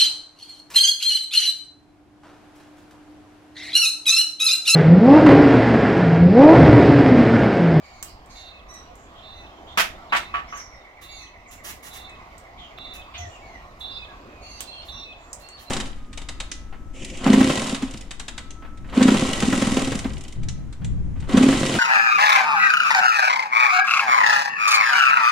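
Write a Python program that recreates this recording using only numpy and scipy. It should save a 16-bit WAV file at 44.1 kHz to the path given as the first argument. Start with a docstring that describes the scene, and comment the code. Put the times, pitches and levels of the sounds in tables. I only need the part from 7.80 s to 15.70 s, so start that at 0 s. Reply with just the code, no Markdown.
"""A parrot on a veranda

A parrot cracks seed at a dish: each brittle fracture is a sharp tick, among a few rustles.
Something knocks on the sheet-metal roof four times, each weaker and duller, exciting its modes.
In the garden trees, the vibrating membranes of birds trill, screech and pip over a soft outdoor wash.
A dry tap and a few low bumps sound close to the microphone."""
import sys
import numpy as np
from scipy import signal
from scipy.fft import rfft, irfft, next_fast_len
from scipy.io import wavfile
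from scipy.ndimage import uniform_filter1d

SR = 44100
rng = np.random.default_rng(int(sys.argv[2]) if len(sys.argv) > 2 else 0)


def to_wav(s):
    """Save 16-bit WAV."""
    ch = np.atleast_2d(s).T  # columns
    pcm = np.round(np.clip(ch, -1, 1) * 32767)  # PCM
    wavfile.write(sys.argv[1], SR, pcm.astype(np.int16))


N = 348390

# spectrum of a woody knock: frequency_hz, level_db
WOOD_SPECTRUM = [(150, -4), (700, -6.5), (1150, 2.5), (1700, -1.5), (2700, -1), (4000, -5), (8000, -32),
                 (16000, -24)]
# reverberation of the veranda: frequency_hz, t60_s
VERANDA_DECAY = [(150, 0.58), (1000, 0.24), (2500, 0.27), (6000, 0.26), (15000, 0.21)]
# reverberation of the garden: frequency_hz, t60_s
GARDEN_DECAY = [(500, 1), (2500, 0.59), (4000, 0.53), (8000, 0.52), (15000, 0.099)]


def amp(db):
    """Amplitude ratio of a level in decibels."""
    return 10 ** (np.asarray(db) / 20)


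def unit(x):
    """Normalisation to rms 1."""
    return x / np.sqrt(np.mean(x ** 2) + 1e-20)


def read(points, hz):
    """Interpolation on a log-frequency axis."""
    frequency, value = np.transpose(points)
    return np.interp(np.log(hz + 1), np.log(frequency + 1), value)


def times(length_s):
    """Sample times over a duration."""
    return np.arange(max(int(length_s * SR), 16)) / SR


def add(mix, start_s, sound):
    """Superposition of a sound on the mix."""
    part = mix[..., max(round(start_s * SR), 0):][..., :sound.shape[-1]]
    part += sound[..., :part.shape[-1]]


def noise(spectrum, size, corner_hz=np.inf):
    """Filtered noise of rms 1, falling a further 12 dB an octave above a corner."""
    hz = np.fft.rfftfreq(size, 1 / SR)
    shaped = rfft(rng.standard_normal(size)) * amp(read(spectrum, hz))
    return unit(irfft(shaped / np.hypot(1, np.square(hz / corner_hz)), size))


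def wobble(size, rate_hz):
    """Random modulation: low-pass noise of rms 1."""
    return noise([(1, 0), (2, 0.014)], size, rate_hz)


def click(gain, size=2048):
    """Minimum phase gives the sharpest causal pulse of a magnitude spectrum; its energy is 1."""
    log_gain = np.log(np.maximum(np.r_[gain, gain[-2:0:-1]], 1e-5))
    pulse = np.fft.ifft(np.exp(np.conj(signal.hilbert(log_gain)))).real[:size]
    return pulse / np.linalg.norm(pulse)


def swell(t, edge):
    """Cosine-tapered envelope; edge is the share spent rising and falling."""
    return signal.windows.tukey(len(t), np.clip(edge, 0, 1))


def place(x, t60s, direct_db, wet_db, lag_samples=8):
    """Direct sound reaches the left port first; the diffuse echoes differ at each port."""
    echoes = rng.choice([-1., 1.], (2, SR)) * (rng.random((2, SR)) < 1 / 10)
    hz, t, spectra = signal.stft(echoes, SR, nperseg=256)
    decay = np.exp(-np.log(1000) * t / read(t60s, hz)[:, None])
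    tail = signal.istft(spectra * decay, SR, nperseg=256)[1]
    wet = signal.fftconvolve(np.atleast_2d(x), tail / np.linalg.norm(tail[0]), axes=1)[:, :N]
    left, right = np.broadcast_to(x, (2, N))
    return amp(direct_db) * np.array([left, np.roll(right, lag_samples)]) + amp(wet_db) * wet


def voice(hz, rough, jitter=0.0764, jitter_hz=700, flutter_db=2.0, drift=0.0055):
    """Phase and amplitude of a bird's membrane; fast frequency modulation is heard as roughness."""
    shaken_hz = hz * (1 + jitter * rough * wobble(len(hz), jitter_hz) + drift * wobble(len(hz), 33.6))
    strength = np.sqrt(2) * unit(amp(flutter_db * wobble(len(hz), 27)))
    return 2 * np.pi * np.cumsum(shaken_hz) / SR, strength


def tone(hz, rough, octave_db=-33):
    """A whistle: a fundamental with a faint second harmonic."""
    phase, strength = voice(hz, rough)
    return strength * (np.sin(phase) + amp(octave_db) * np.sin(2 * phase))


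def arch(t, start, middle, end):
    """A parabolic pitch contour through three points."""
    return np.polyval(np.polyfit([0, 1 / 2, 1], [start, middle, end], 2), t / t[-1])


def glide(t, hz, octaves, arch_octaves=.035):
    """A slightly arched exponential sweep, passing hz at mid-call."""
    from_middle = t / t[-1] - 1 / 2
    return hz * 2 ** (octaves * from_middle - arch_octaves * (2 * from_middle) ** 2)


def chirp(length, hz, octaves, db, rough):
    """A swept tone that swells and fades."""
    t = times(length)
    return amp(db) * swell(t, 0.23) * tone(glide(t, hz, octaves), rough, octave_db=-22.5)


def air(level_db=-50, swell_db=1.57, swell_hz=0.59, patch_db=2.0):
    """Distant outdoor wash: drifting noise, coherent between the ports at long wavelengths."""
    # broad spectrum: frequency_hz, level_db
    spectrum = [(12, -31), (20, -6.5), (60, 0.5), (150, -11), (347, -9.5), (472, -14), (698, -7),
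                (897, -13), (1120, -10), (1570, -20.5), (4060, -27), (7310, -36), (8890, -46.5),
                (12400, -43), (16000, -48)]
    # spectral peaks: centre_hz, width_hz, gain_db
    peaks = [(36.6, 27, 6), (648, 320, 2), (1060, 500, 1.5), (2030, 960, 6)]
    # likeness of the two ports: frequency_hz, coherence
    coherence = [(30, 1), (100, 0.99), (250, 0.96), (700, 0.69), (1200, 0.68), (3000, 0.058), (16000, 0.05)]
    # phase lead of the left port: frequency_hz, lead_rad
    lead = [(20, 0), (300, 0.55), (750, 0.56), (1200, 1.68), (2000, 2.5), (4000, 7), (16000, 0.5)]
    frames, hz = N // 512 + 5, np.fft.rfftfreq(2048, 1 / SR)
    draws = rng.standard_normal((5, frames, len(hz)))
    left, independent = draws[0] + 1j * draws[1], draws[2] + 1j * draws[3]
    patches = unit(uniform_filter1d(uniform_filter1d(draws[4], size=9, axis=0), size=16, axis=1))
    shared = np.clip(read(coherence, hz), -1, 1)
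    right = (shared * left + np.sqrt(1 - shared ** 2) * independent) * np.exp(-1j * read(lead, hz))
    peaks_db = sum(db / (1 + (2 * (hz - centre) / width) ** 2) for centre, width, db in peaks)
    spectra = np.array([left, right]) * amp(read(spectrum, hz) + peaks_db + patch_db * patches)
    wash = signal.istft(spectra, nperseg=2048, noverlap=1536, time_axis=1, freq_axis=2)[1][:, :N]
    midband = signal.sosfilt(signal.butter(2, [300, 1400], "band", fs=SR, output="sos"), wash.mean(0))
    return wash / midband.std() * amp(level_db + swell_db * wobble(N, swell_hz))


def screeches():
    """Source and filter: the parrot's throat shapes the overtones of a falling call."""
    # screeches: start_s, length_s, pitch_hz, glide_octaves, fundamental_db, overtones_db, roughness
    calls = [(0, 0.25, 2245, -0.2, -54.5, -59, 0.88), (.489, 0.14, 2200, -0.075, -57.5, -52, 1.09),
             (0.877, .13, 1960, -0.024, -53, -50, 0.24), (1.528, 0.12, 2005, -.14, -58, -65.5, 0.14),
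             (3.278, 0.17, 2188, -0.28, -55, -49.5, 0.35), (5.397, 0.073, 1942, -0.22, -43, -60, 0),
             (5.61, .12, 2180, -.19, -50.5, -65, .25), (5.726, 0.045, 1968, -.23, -44, -65, .2),
             (6.277, 0.069, 1640, -0.17, -51.5, -87, 0.04), (6.602, 0.21, 2133, -0.18, -57.5, -53, 0.5)]
    # response of the throat: frequency_hz, gain_db
    throat = [(3000, -15), (4300, -0.5), (6300, -0.5), (8500, -20), (13000, -22)]
    out = np.zeros(N)
    for s, length, hz, octaves, db, overtones_db, rough in calls:
        t = times(length)
        pitch = glide(t, hz, octaves)
        phase, strength = voice(pitch, rough)
        overtones = sum(amp(read(throat, k * pitch)) * np.sin(k * phase) for k in range(2, 7))
        harmonics = amp(db) * np.sin(phase) + amp(overtones_db) * overtones
        add(out, s, strength * swell(t, 0.28) * harmonics)
    return out


def chatter(count=20, centre_hz=2900, spread_octaves=.35, level_db=-63, spread_db=3):
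    """Small birds further off: faint swept tones, random in onset, pitch and slope."""
    out = np.zeros(N)
    for k, (when, pitch, slide, level) in enumerate(rng.uniform(-1, 1, (count, 4))):
        s = (k + (1 + when) / 2) / count * N / SR
        hz = centre_hz * 2 ** (spread_octaves * pitch)
        add(out, s, chirp(.12, hz, .2 * slide, level_db + spread_db * level, rough=.6))
    return out


def garden_birds(whine_lower_hz=2751, lisp_hz=7140):
    """Frequency-modulated calls and squawks of band noise, scattered together by the trees."""
    # nearer chirps: start_s, length_s, pitch_hz, glide_octaves, level_db, roughness
    chirps = [(0.272, 0.049, 4770, .05, -52, .9), (1.346, 0.058, 3350, .05, -52, 1.1),
              (1.865, 0.071, 3450, .14, -49, 1), (2.668, 0.076, 5830, 0.36, -53.5, 0.73),
              (2.743, 0.068, 6130, -0.27, -41, 0.63), (2.8, .18, 5600, -.08, -59, 0.42),
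              (4.771, 0.096, 3210, -.26, -48, 1.05), (5.373, 0.0455, 3420, -0.085, -48.5, .5),
              (5.374, 0.047, 6230, -0.15, -44, 0.7), (5.504, .078, 2795, -0.22, -50.5, 0.7),
              (6.095, 0.079, 4850, .03, -53.5, 0.6), (6.459, 0.25, 2466, -.1, -55.5, 1.12),
              (6.903, 0.13, 3150, -0.29, -50.5, .54), (7.113, .1, 5750, -0.054, -52.5, 0.36),
              (7.708, 0.086, 4450, -0.082, -49.5, 0.23)]
    # far low calls: start_s, length_s, pitch_hz, glide_octaves, level_db
    far_calls = [(1.076, 0.056, 721, -0.0082, -50.5), (4.098, 0.17, 765, 0.036, -51.5),
                 (4.664, .26, 724, -0.281, -53.5), (5.366, 0.13, 705, -0.04, -45.5),
                 (7.119, .13, 1123, -0.0094, -54.5)]
    # thin, hissing calls: start_s, length_s, level_db
    lisps = [(1.147, .12, -63.5), (3.667, 0.1, -55), (5.436, .13, -59.5), (7.37, 0.2, -62)]
    # harsh squawks: start_s, length_s, centre_hz, level_db
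    squawks = [(5.337, 0.03, 2400, -35.5), (6.788, 0.042, 3460, -44), (7.015, 0.021, 3300, -47),
               (7.765, 0.032, 3270, -48.5)]
    # two-voiced whines: start_s, length_s, upper_pitch_hz, level_db
    whines = [(6.61, 0.19, 4540, -48), (6.859, 0.16, 4260, -45.5), (7.601, 0.131, 4350, -50.5),
              (7.856, .08, 4200, -49.5)]
    # reverberation among the trees: frequency_hz, t60_s
    tree_decay = [(500, 0.16), (2500, 0.33), (4000, 0.39), (8000, 0.3), (15000, 0.15)]
    out = screeches() + chatter()
    for s, *note in chirps:
        add(out, s, chirp(*note))
    for s, length, hz, db in whines:
        add(out, s, chirp(length, hz, 0.046, db, rough=0.246))
        add(out, s, chirp(length, whine_lower_hz, 0, db - 5, rough=0.246))
    for s, length, db in lisps:
        add(out, s, chirp(length, lisp_hz, 0, db, rough=0.95))
    for s, *note in far_calls:
        add(out, s, chirp(*note, rough=0.031))
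    for s, length, hz, db in squawks:
        t = times(length)
        band = [(hz / 4, -22), (hz, 0), (hz * 1.25, -2), (hz * 2.37, -24), (hz * 5, -50)]
        add(out, s, amp(db) * swell(t, 0.39) * noise(band, len(t)))
    return place(out, tree_decay, direct_db=-6.5, wet_db=-1, lag_samples=4)


def seed_cracks(snap_hz=8000, half_width_hz=1000, snap_db=4, crumble_db=-19, crumble_s=0.00041):
    """Brittle fracture: an impulse and a short crumbling excite a bright snap and a woody knock."""
    # beak cracking seed: start_s, level_db, body_db, corner_hz
    cracks = [(0.2273, -27, -6, 18000), (.46, -52, -10, 16000), (.94, -44, -6, 12000),
              (1.155, -48.5, -9, 14000), (2.774, -38.5, -21, 8900), (4.296, -49, -15, 8000),
              (4.581, -43.5, -10, 17000), (6.8065, -25, -3.5, 16100), (7.5308, -26, -18, 7300),
              (7.6879, -40.5, -1, 8000)]
    # spectrum of a snapping husk: frequency_hz, level_db
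    husk = [(500, -61), (2000, -3), (4000, -1.5), (6000, 11), (8000, 12), (10000, 4), (16000, 9)]
    # early reflections from ledge and walls: frequency_hz, t60_s
    wall_decay = [(300, 0.057), (3000, 0.073), (15000, 0.088)]
    out, hz, t = np.zeros(N), np.fft.rfftfreq(4096, 1 / SR), times(.03)
    resonance = 1 + amp(snap_db) / (1 + ((hz - snap_hz) / half_width_hz) ** 2)
    knock = click(amp(read(WOOD_SPECTRUM, hz)))
    for s, db, body_db, corner_hz in cracks:
        snap = click(amp(read(husk, hz)) * resonance / np.hypot(1, (hz / corner_hz) ** 3))
        force = (t == 0) + amp(crumble_db) * rng.standard_normal(len(t)) * np.exp(-t / crumble_s)
        add(out, s, amp(db) * signal.fftconvolve(force, snap + amp(body_db) * knock))
    early = place(out, wall_decay, direct_db=10.5, wet_db=17.5, lag_samples=6)
    return early + place(out, VERANDA_DECAY, direct_db=6, wet_db=13.5, lag_samples=6)


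def rustles(grain_db=-1.5, body_db=-1.5):
    """Friction noise of feathers and leaves, made grainy by fast amplitude modulation."""
    # swishes: start_s, length_s, level_db
    swishes = [(0.233, 0.046, -55.5), (0.499, 0.22, -76), (3.209, 0.048, -55.5), (3.706, 0.042, -53.5),
               (3.833, 0.09, -44), (4.021, 0.074, -49.5), (4.125, 0.059, -50), (5.132, 0.037, -53),
               (5.992, 0.027, -60.5), (7.045, .059, -63), (7.59, .038, -60), (7.785, 0.06, -57.5)]
    # spectrum of rubbing feathers: frequency_hz, level_db
    feather = [(300, -39), (2000, -26), (5500, -6), (7000, -4), (8600, -9.5), (11000, -6.5), (16000, -10.5)]
    out = np.zeros(N)
    for s, length, db in swishes:
        t = times(length)
        hiss = noise(feather, len(t)) + amp(body_db) * noise(WOOD_SPECTRUM, len(t))
        add(out, s, amp(db) * swell(t, 0.37) * hiss * amp(grain_db * wobble(len(t), 500)))
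    return place(out, VERANDA_DECAY, direct_db=1.5, wet_db=3.5)


def trills(buzz_hz=350, under_db=2, over_db=-11, flick_db=-2, octave_db=-33):
    """Biphonation: one side of the syrinx buzzes a high note while the other holds a lower one."""
    # one bird's trills: start_s, upper_db, lower_db, roughness, pitch_hz
    calls = [(0.548, -54.5, -58.5, 0.34, 4015), (1.42, -54.5, -59.5, 0.11, 3970),
             (2.291, -55, -57, 0.18, 3955), (3.22, -55, -56.5, 0.26, 3950), (4.106, -55, -57.5, 0.14, 3928),
             (4.971, -50, -52.5, 0.01, 3917), (6.002, -44.5, -53, 0.11, 3895),
             (7.079, -47.5, -52, 0.15, 3930)]
    # contour of the upper voice: time_s, pitch_ratio, level_db
    upper_contour = [(0, .985, 1), (.022, 1, 1), (.055, .993, 0), (.1, 1, 0), (.17, 1.003, 0),
                     (.195, 1, -11), (.24, .997, -15)]
    # contour of the lower voice: time_s, pitch_hz, level_db
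    lower_contour = [(0, 2720, -9), (.12, 2730, -5), (.165, 2690, -8), (.19, 2590, 2), (.25, 2560, 4)]
    out = np.zeros(N)
    for s, upper_db, lower_db, rough, pitch_hz in calls:
        at, bend, level_db = np.transpose(upper_contour)
        t = times(at[-1])
        phase, strength = voice(pitch_hz * np.interp(t, at, bend), rough)
        buzz, depth = voice(np.full(len(t), buzz_hz), rough)
        sidebands = amp(under_db) * np.sin(phase - buzz) + amp(over_db) * np.sin(phase + buzz)
        upper = np.sin(phase) + unit(depth) * sidebands + amp(octave_db) * np.sin(2 * phase - buzz)
        add(out, s, amp(upper_db + np.interp(t, at, level_db)) * unit(upper * strength) * swell(t, .09))
        at, hz, level_db = np.transpose(lower_contour)
        t = times(at[-1])
        lower = tone(np.interp(t, at, hz), rough=0.13)
        add(out, s, amp(lower_db + np.interp(t, at, level_db)) * lower * swell(t, 0.087))
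        t = times(0.027)
        flick = tone(arch(t, 4000, 3300, 2700), rough=1)
        add(out, s + .238, amp(lower_db + flick_db) * flick * swell(t, .8))
    return place(out, GARDEN_DECAY, direct_db=6.0, wet_db=-0.5, lag_samples=10) * amp([[-1], [1]])


def roof_knocks(rattle_t60_s=0.15, rise_s=0.0019, grain_db=2, far_mode_db=-11, spot_octaves=0.25):
    """A struck plate rattles and rings in damped modes, loudest in those the struck spot favours."""
    # impacts, most in close pairs:
    # start_s, level_db, rattle_s, corner_hz, fizz_db, ring_db, favoured_hz, thud_db
    impacts = [(1.973, -19.5, 0.039, 4440, -8, -3, 1300, -8),
               (2.3221, -22.5, 0.036, 2100, -27.5, 2.5, 1020, -15.5),
               (2.362, -24.5, 0.004, 7300, -13, -26, 1800, -27),
               (2.539, -32, 0.017, 1880, -35, 6.5, 1190, -22),
               (2.562, -38.5, 0.034, 2080, -46, 5, 1330, -26), (2.724, -40, 0.0038, 1400, -24, 5, 1130, -8),
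               (2.754, -45, 0.051, 1900, -18, -10, 1190, -17)]
    # spectrum of the rattling sheet: frequency_hz, level_db
    sheet = [(60, -45), (150, -17), (220, -13), (450, -17.5), (700, 0), (950, 1.5), (1250, 5), (1900, 5.5),
             (2900, 4.5), (4000, -2.5), (6000, -7.5), (8500, -7), (15000, -32)]
    # spectrum of its loose edges buzzing: frequency_hz, level_db
    fizz = [(2000, -2), (5000, 8.5), (7000, 4.5), (8600, -4), (11000, 3.5), (16000, -5)]
    # spectrum of the thud: frequency_hz, level_db
    thud_spectrum = [(60, -32), (170, -5), (400, 1.5), (800, -4), (2000, -37), (16000, -74)]
    # modes of the roof: frequency_hz, level_db, t60_s
    modes = [(690, -9, .25), (954, -9, .15), (1141, 0, .17), (1185, -6, .1), (1265, -7, .18),
             (1328, -6, .18), (1520, -9, .2), (1696, -7, .18), (1803, -7, .25), (2137, -5, .28),
             (2493, -8, .2), (2613, -6, .16), (2902, -7, .18)]
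    out, t = np.zeros((2, N)), times(1 / 2)
    size, onset = len(t), 1 - np.exp(-t / rise_s)
    for s, db, rattle_s, corner_hz, fizz_db, ring_db, favoured_hz, thud_db in impacts:
        envelope = np.exp(-np.log(1000) * np.maximum(t - rattle_s, 0) / rattle_t60_s)
        shake = envelope * amp(grain_db * wobble(size, 180))
        rattle = np.array([noise(sheet, size, corner_hz) + amp(fizz_db) * noise(fizz, size)
                           for port in range(2)])
        strike = noise(sheet, size, corner_hz) * np.exp(-t / 0.0036)
        thud = amp(thud_db) * noise(thud_spectrum, size) * np.exp(-t / 0.02)
        ring = 0
        for hz, mode_db, t60 in modes:
            mismatch = 1 - np.exp(-(np.log2(hz / favoured_hz) / spot_octaves) ** 2)
            mode = np.exp(-np.log(1000) * t / t60) * np.sin(2 * np.pi * (hz * t + rng.random()))
            ring += amp(mode_db + far_mode_db * mismatch) * mode
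        add(out, s, amp(db) * onset * (rattle * shake + strike + thud + 2 * amp(ring_db) * ring))
    return place(out, VERANDA_DECAY, direct_db=2, wet_db=-6, lag_samples=9)


def pips(start_s=2.318, period_s=.1226, slowing_s=.018, length_s=.03, level_db=-46.5, fade_db_per_s=1.44):
    """A far bird's pulse train of falling sweeps; it fades, and its period lengthens at the end."""
    out, t, s = np.zeros(N), times(length_s), start_s
    for to_come in reversed(range(23)):
        db = level_db - fade_db_per_s * (s - start_s) + rng.uniform(-1.2, 1)
        note = tone(arch(t, 2340, 2100, 1850), rough=.04, octave_db=-37)
        add(out, s - length_s / 4, amp(db) * swell(t, 0.29) * note)
        s += period_s + slowing_s * np.exp((1 - to_come) / 1.6)
    return place(out, GARDEN_DECAY, direct_db=-3.5, wet_db=-2, lag_samples=5) * amp([[-1], [1]])


def handling():
    """A tap and soft low bumps in the direct field, too near for any echo to count."""
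    # dry tap by the microphone: start_s, level_db
    taps = [(4.986, -31)]
    # bumps on the microphone: start_s, length_s, pitch_hz, level_db
    bumps = [(4.198, 0.046, 61.6, -49), (5.385, 0.068, 83, -36.5), (5.451, 0.052, 92, -40)]
    out = np.zeros(N)
    for s, db in taps:
        t = times(0.029)
        add(out, s, amp(db) * noise(WOOD_SPECTRUM, len(t)) * np.exp(-t / 0.0016))
    for s, length, hz, db in bumps:
        t = times(length)
        add(out, s, amp(db) * np.sqrt(2) * swell(t, 0.43) * np.sin(2 * np.pi * hz * t))
    return out


def scene():
    """Superposition of all the sources heard from the veranda."""
    near = roof_knocks() + seed_cracks() + handling() + rustles()
    return near + trills() + garden_birds() + pips() + air()


def record(dry):
    """Frequency response of the microphone: the right port is brighter, and both are band-limited."""
    # excess of the right port over the left: frequency_hz, gain_db
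    right_excess = [(30, 1.5), (600, -0.1), (1200, 2), (2200, 2), (6000, 5.5), (14000, 5.5)]
    size, cutoff_hz = next_fast_len(N + 2048), 15950
    lean_db = read(right_excess, np.fft.rfftfreq(size, 1 / SR)) / 2
    heard = irfft(rfft(dry, size) * amp([-lean_db, lean_db]), size)[:, :N]
    lowpass = signal.firwin(511, cutoff_hz, window=("kaiser", 9), fs=SR)
    return signal.oaconvolve(heard, lowpass[None], "same")


dry = scene()
out = record(dry)
to_wav(out)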